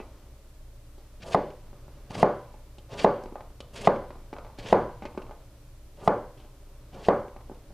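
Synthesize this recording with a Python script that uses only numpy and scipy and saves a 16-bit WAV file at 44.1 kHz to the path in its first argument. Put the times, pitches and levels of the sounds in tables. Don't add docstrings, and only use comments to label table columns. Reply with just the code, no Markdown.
import sys
import numpy as np
from scipy import signal
from scipy.fft import rfft, irfft
from scipy.io import wavfile

SR = 44100
rng = np.random.default_rng(int(sys.argv[2]) if len(sys.argv) > 2 else 0)


def voltage_ratio(decibels):
    exponent = np.asarray(decibels, float) / 20
    return 10 ** exponent


def wav_out(sig):
    wavfile.write(sys.argv[1], SR, np.round(np.clip(np.atleast_2d(sig).T, -1, 1) * 32767).astype(np.int16))


N = 340968

LANDINGS_S = [
    1.3461,
    2.2284,
    3.0449,
    3.8727,
    4.7263,
    6.0759,
    7.0851,
]


def rms_one(x):
    return x / np.sqrt(np.mean(x ** 2) + 1e-20)


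def peak_one(x):
    return x / np.abs(x).max()


def at_hz(points, hz):
    table_hz, values = np.transpose(points)
    return np.interp(np.log(hz), np.log(table_hz), values)


def coloured(x, spectrum):
    n = x.shape[-1]
    hz = np.maximum(np.arange(n // 2 + 1) * SR / n, 1)
    return rms_one(irfft(rfft(x) * voltage_ratio(at_hz(spectrum, hz)), n))


def slow(rate_hz):
    knots = rng.standard_normal(1400)
    return np.interp(np.arange(N) / SR * rate_hz, np.arange(len(knots)), knots)


def bandpass(order, low_hz, high_hz):
    return signal.butter(order, [low_hz, high_hz], "band", fs=SR, output="sos")


def split(x, hz):
    return [signal.sosfilt(signal.butter(4, hz, kind, fs=SR, output="sos"), x) for kind in ("low", "high")]


def resonate(x, hz, width_hz):
    r = np.exp(-np.pi * width_hz / SR)
    gain = (1 - r * r) / 2
    return signal.lfilter([gain, 0, -gain], [1, -2 * r * np.cos(2 * np.pi * hz / SR), r * r], x)


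def ringing(modes, t, phases):
    out = np.zeros(len(t))
    for (hz, db, t60_s), phase in zip(modes, phases):
        out += voltage_ratio(db - 60 * t / np.minimum(t60_s, .6)) * np.sin(2 * np.pi * hz * t + phase)
    return out


def diffuse_noise(t60_s):
    t = np.arange(SR // 3) / SR
    return rms_one(rng.standard_normal(len(t)) * voltage_ratio(-60 * t / t60_s))


def add(out, sound, s):
    at = round(s * SR)
    out[at:at + len(sound)] += sound[:N - at]


def kitchen_rumble():
    # [f/Hz, level/dB per Hz]
    spectrum = [(11, -36.5), (18, -1), (69, -11), (87, -15.5), (126, -10), (157, -26.5), (424, -25),
                (515, -31), (554, -21), (673, -31.5), (1330, -36), (1580, -40), (6000, -49.5), (7800, -77),
                (13200, -120)]
    # [t/s, level/dB]
    swell = [(0, -50), (.4, -53.5), (.9, -55.5), (1.7, -49.5), (2.6, -52), (3.6, -51), (4.6, -48.5),
             (5.6, -54), (6.6, -52.5), (7.73, -50.5)]
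    # [f/Hz, waver/Hz, level/dB rms]
    drones = [(26.9, 2.5, -47.5), (59.3, 1.2, -51.5), (112.7, 1, -61), (300, 6.3, -66.5), (603, 14, -72.5)]
    t = np.arange(N) / SR
    swell_s, low_db = np.transpose(swell)
    rush_db = -50 + .5001 * (low_db - low_db.mean())
    low, rush = split(coloured(rng.standard_normal(N), spectrum), 160)
    out = low * voltage_ratio(np.interp(t, swell_s, low_db) + slow(4))
    out += rush * voltage_ratio(np.interp(t, swell_s, rush_db) + slow(5))
    for hz, waver_hz, level_db in drones:
        turns = np.cumsum(hz + waver_hz * slow(4.3)) / SR
        out += voltage_ratio(level_db - 0.5 + 1.3 * slow(9.1)) * np.sin(2 * np.pi * turns)
    return out


def blade_ring():
    # [f/Hz, level/dB, t60/s]
    modes = [(1990, -54, .12), (2620, -52, .1)]
    out = np.zeros(N)
    add(out, ringing(modes, np.arange(SR // 5) / SR, [0, 0]), 0)
    return out


def contacts():
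    # [t/s, knock peak/dB, thump/dB re knock, wet tick/dB re knock]
    pieces = [(1.73, -46.5, -0.5, -26), (1.881, -47.5, 0, -20), (2.107, -36, -29, -13),
              (2.153, -30.5, -8, -8.5), (2.541, -44, -3.5, -16), (3.258, -40.5, 5.5, -9.5),
              (3.323, -45.5, 6.5, -20), (3.356, -28.5, -13.5, -27), (3.407, -36, -27, -12.5),
              (3.504, -54, 3, -22), (3.959, -35, -13, -10.5), (4.105, -34.5, -6.5, -13.5),
              (4.155, -43, -2.5, -23), (4.329, -38.5, 5.5, -7.5), (4.365, -34, -17, -14),
              (4.384, -32, -21, -17), (4.447, -37.5, -18, -16), (4.466, -40, -18, -17),
              (4.5, -44, -14, -21), (5.149, -42, -2, -28), (5.176, -30, 3, -12), (5.265, -43, -15, -16),
              (5.294, -38.5, -2.5, -26), (5.31, -34, -25, -19), (7.281, -45, 3, -7.5),
              (7.363, -35, -7, -19), (7.407, -47, -21, -9), (7.497, -49, 11.5, -30),
              (7.515, -55.5, 16, -30), (7.705, -59, 10, -24)]
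    # [t/s, knock peak/dB, wet tick/dB re knock, tick f/Hz, contact/s]
    smacks = [(0.001, -38, -11, 2320, 0.017), (0.981, -55, -5, 4200, 0.028),
              (1.503, -49.5, 0, 2460, 0.0049), (2.783, -49.5, 0, 3100, 0.0076),
              (3.237, -41.5, -8, 4800, 0.0033), (3.604, -41, 3.5, 3100, 0.006),
              (4.336, -41.5, -4, 2330, 0.0044), (4.586, -45, 1, 4300, 0.015),
              (5.022, -37.5, -9, 2200, 0.021), (5.053, -35, -5, 2200, 0.0098),
              (5.219, -50.5, 1.5, 2520, 0.0061), (6.375, -56, -1, 2770, 0.019),
              (6.399, -55, 2.5, 2780, 0.029), (6.447, -53, -8, 2940, 0.014), (6.949, -51, -5, 2390, 0.015),
              (7.546, -68, 10, 3250, 0.0064)]
    tick_hz, tick_spread, tumble_s, smack_thump_db = 2200, .07, .0058, 3
    events = []
    for s, db, thump_db, tick_db in pieces:
        piece_hz = tick_hz * (1 + tick_spread * rng.standard_normal())
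        events.append((s, db, thump_db, tick_db, piece_hz, tumble_s))
    for s, db, tick_db, hz, contact_s in smacks:
        events.append((s, db, smack_thump_db, tick_db, hz, contact_s))
    return events


def drops():
    knocks, ticks = np.zeros(N), np.zeros(N)
    t = np.arange(SR // 8) / SR
    board, counter = bandpass(3, 445, 1206), bandpass(2, 200, 650)
    first_touch = 1.8 * np.hanning(SR // 1200)
    for s, db, thump_db, tick_db, tick_hz, contact_s in contacts():
        contact = rng.standard_normal((3, len(t))) * np.exp(-t / contact_s)
        contact[:2, :len(first_touch)] += first_touch
        knock = peak_one(signal.sosfilt(board, contact[0]))
        thump = peak_one(signal.sosfilt(counter, contact[1]))
        add(knocks, voltage_ratio(db) * knock + voltage_ratio(db + thump_db + 3) * thump, s)
        wet = resonate(contact[2], tick_hz, .22 * tick_hz) + voltage_ratio(-8.5) * contact[2]
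        wet = resonate(wet, tick_hz, tick_hz)
        wet = split(wet, 3.1 * tick_hz)[0]
        add(ticks, voltage_ratio(db + tick_db + 3) * peak_one(wet), s)
    after = signal.fftconvolve(knocks, diffuse_noise(t60_s=0.39))[:N]
    return voltage_ratio(2.5) * knocks + voltage_ratio(-40.5) * after, ticks


def tiles(x):
    return voltage_ratio(-51.5) * signal.fftconvolve(split(x, 4900)[0], diffuse_noise(t60_s=0.66))[:N]


def board_ring(spread_db):
    # [f/Hz, level/dB, t60/s, direction of first swing]
    board = [(188, -12, .038, 1), (591, 2.6, .018, -1), (854, -.8, .15, 1), (1064, 9.6, .007, -1),
             (1114, 8.5, .012, 1), (1966, -12, .13, 1)]
    contact_hz, rebound_s, rebound = 1043, .00356, -.84
    t = np.arange(SR // 8) / SR
    modes, phases = [], []
    for hz, db, t60_s, way in board:
        detune, level = rng.standard_normal(2)
        modes.append((hz * (1 + 0.0027 * detune), db + spread_db * level, t60_s))
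        phases.append(np.pi * (way < 0))
    ring = ringing(modes, t, phases)
    lag = round(rebound_s * SR)
    ring[lag:] += rebound * ring[:-lag].copy()
    r = np.exp(-2 * np.pi * contact_hz / SR)
    return peak_one(signal.lfilter([1], [1, -2 * r, r * r], ring))


def counter_and_room():
    # [f/Hz, level/dB, t60/s]
    counter = [(144.4, -12.5, 0.93), (170.4, -9, 0.1), (282, 2.5, 0.18), (380, -23, 0.21), (414, -6, 0.42),
               (490.3, 2.5, 0.49), (586, 8, 0.41), (708, -17.5, 1), (884, -39, 5.0), (971, -6, 0.68),
               (1207, -32, 0.71), (1292, -19, 1.0), (1514, -44, 0.1), (1767, -33.5, 0.19)]
    # [f/Hz, level/dB per Hz]
    colour = [(41, -45.5), (70, -19.5), (145, -9), (237, -6), (284, 1), (591, -1), (654, -3.5),
              (1130, -9.5), (1250, -13.5), (1600, -18.5), (2710, -40), (9000, -64), (11700, -97.5),
              (19800, -120)]
    # [f/Hz, t60/s]
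    decay = [(100, 0.5), (260, 0.32), (700, 0.39), (1800, 0.42), (5000, 0.52)]
    t = np.arange(SR // 2) / SR
    struck = []
    for hz, db, t60_s in counter:
        for apart in (.968, 1, 1.027):
            struck.append((hz * apart, db - 4 + 2 * rng.standard_normal(), t60_s))
    modes = ringing(struck, t, rng.uniform(0, 2 * np.pi, len(struck)))
    noise = coloured(rng.standard_normal(len(t)), colour)
    diffuse = np.zeros(len(t))
    edges_hz = 60 * 2 ** np.arange(0, 8, .5)
    for low_hz, high_hz in zip(edges_hz, edges_hz[1:]):
        band = signal.sosfilt(bandpass(2, low_hz, high_hz), noise)
        diffuse += band * voltage_ratio(-60 * t / at_hz(decay, np.sqrt(low_hz * high_hz)))
    rise = 1 - np.exp(-(t / 0.009) ** 2)
    return rise * (voltage_ratio(-30) * modes + voltage_ratio(-9) * diffuse)


def effort():
    # [entry t/s, gather/s, crackle at landing/dB, juice/dB re crackle, climb/dB per s]
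    strokes = [
        (1.201, 0.036, -44.5, -8, 17),
        (2.132, .008, -43.5, -7.5, 6.5),
        (2.9, 0.019, -43, -10.5, 31.5),
        (3.754, 0.0086, -43.5, -9, 21),
        (4.62, 0.0082, -39, -14, 91),
        (5.96, .03, -56, -5, 132),
        (6.975, 0.012, -47, -14.5, 130),
    ]
    presses_db = [0.5, 7, 0.5, -0.5, 1, 0, -3.5]
    # [t/s, crackle/dB, juice/dB re crackle, push/dB re crackle]
    bites = [
        (2.108, -48, -8.5, 12.5),
        (2.893, -57.5, -16.5, 13),
        (3.739, -53.5, -9, 7),
        (4.583, -48, -22, 1),
        (5.975, -61, -15, 10),
        (6.012, -59.5, -19, 14.5),
        (6.929, -60.5, -25, 17),
        (6.95, -55, -15, 9),
    ]
    attack_s, fade_db_per_s = 0.0041, 349
    t, layers = np.arange(N) / SR, np.zeros((4, N))
    for lands_s, press_db, (s, gather_s, db, juice_db, climb) in zip(LANDINGS_S, presses_db, strokes):
        on = (t >= s) & (t < lands_s + .002)
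        push_db = -39.5 + 0.18 * (db + 44)
        levels_db = np.array([db, db + juice_db, push_db, push_db + press_db])
        juice_climb = 86 + 0.61 * climb
        climbs = [climb, juice_climb, 0.56 * climb, 0.56 * climb]
        entry_db = -14.5 * np.exp(-(t[on] - s) / gather_s)
        layers[:, on] += voltage_ratio(entry_db + np.outer(climbs, t[on] - lands_s) + levels_db[:, None])
    for s, db, juice_db, push_db in bites:
        on = (t >= s - 4 * attack_s) & (t < s + .1)
        late_s = t[on] - s
        shape_db = np.where(late_s < 0, 8 * late_s / attack_s, -fade_db_per_s * late_s)
        levels_db = db + np.array([0, juice_db, push_db, push_db + 0.5])
        layers[:, on] += voltage_ratio(shape_db + levels_db[:, None])
    return layers * voltage_ratio(1.5 * slow(170))


def cuts(response):
    # [f/Hz, level/dB per Hz]
    spectrum = [(820, -34), (1400, -3), (1730, -0.5), (2230, -6.5), (3210, -0.5), (4010, -4.5), (4390, -5),
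                (7890, -14.5), (10200, -17.5), (15700, -41.5)]
    # [f/Hz, width/Hz, level/dB]
    blade = [(2720, 180, -1), (4550, 200, -8.5), (2310, 360, 0.5)]
    unevenness = voltage_ratio([4.8 * slow(60) for _ in range(4)])
    crackle, fizz, push, press = effort() * unevenness
    sizes = voltage_ratio(2.8 * np.minimum(rng.exponential(1, (3, N)), 4))
    signs = rng.choice([-1, 1], (3, N))
    grains_per_s = np.array([[9000], [1200], [800]])
    grains = sizes * signs * (rng.random((3, N)) < grains_per_s / SR)
    shake = signal.fftconvolve(push * rms_one(grains[1]), response)[:N] / np.sqrt(np.sum(response ** 2))
    low = press * rms_one(resonate(resonate(grains[2], 110, 140), 140, 150))
    cells = coloured(grains[0], spectrum)
    rung = cells.copy()
    for hz, width_hz, db in blade:
        grip_db = 5 * slow(45)
        rung += voltage_ratio(db + 1.5 + grip_db) * resonate(cells, hz, width_hz)
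    dull, bright = split(rung, 6930)
    crunch = crackle * rms_one(dull) + fizz * rms_one(bright)
    return voltage_ratio(0.5) * shake + voltage_ratio(-7) * low, voltage_ratio(-2.5) * crunch


def chops(tail):
    # [peak/dB, edge crack/dB re 1, tail/dB re peak, tail brightness/dB]
    blows = [
        (-5.5, -29.5, 1.5, 4.5),
        (-1.5, -32, 1.5, 0.5),
        (-2.5, -28, 2.1, 1.2),
        (-1, -26, 0.5, 1),
        (-2.5, -25.5, 4, 1),
        (-4.5, -27, 3, -0.3),
        (-4, -30, 3.5, -1.7),
    ]
    out, t = np.zeros(N), np.arange(SR // 40) / SR
    dull = bandpass(3, 1300, 4500)
    for s, (db, crack_db, tail_db, bright_db) in zip(LANDINGS_S, blows):
        add(out, voltage_ratio(db) * board_ring(spread_db=1.5), s)
        wash = .8 * tail + .6 * counter_and_room()
        wash = wash + (voltage_ratio(bright_db) - 1) * split(wash, 1250)[1]
        add(out, voltage_ratio(db + tail_db) * wash, s)
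        crack = signal.sosfilt(dull, rng.standard_normal(len(t)) * np.exp(-t / 0.0027))
        add(out, voltage_ratio(crack_db + 7.5) * crack, s + 0.00072)
    return out


def scene():
    tail = counter_and_room()
    response = voltage_ratio(12) * tail
    response[:SR // 8] += board_ring(spread_db=-1)
    knocks, ticks = drops()
    shake, crackle = cuts(response)
    mono = kitchen_rumble() + blade_ring() + knocks + ticks + shake + crackle
    mono += tiles(ticks + crackle) + chops(tail)
    return np.stack([mono, mono])


def roll_off(x):
    return signal.sosfilt(signal.butter(12, 16120, fs=SR, output="sos"), x)


def record(dry):
    # [f/Hz, level/dB per Hz]
    hiss_spectrum = [(20, -16.5), (50, -11), (130, -5.5), (270, -5), (2000, -6), (4000, -5.5), (9000, -7),
                     (15800, -9.5)]
    hiss_db, peak_limit, cutoff_hz = -64, .62, 15760
    hiss = voltage_ratio(hiss_db) * coloured(rng.standard_normal((2, N)), hiss_spectrum)
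    rounded = dry / (1 + np.abs(dry / peak_limit) ** 4) ** .25
    top_cut = signal.cheby2(12, 60, cutoff_hz + 350, fs=SR, output="sos")
    return roll_off(signal.sosfilt(top_cut, rounded + hiss))


dry = scene()
out = record(dry)
wav_out(out)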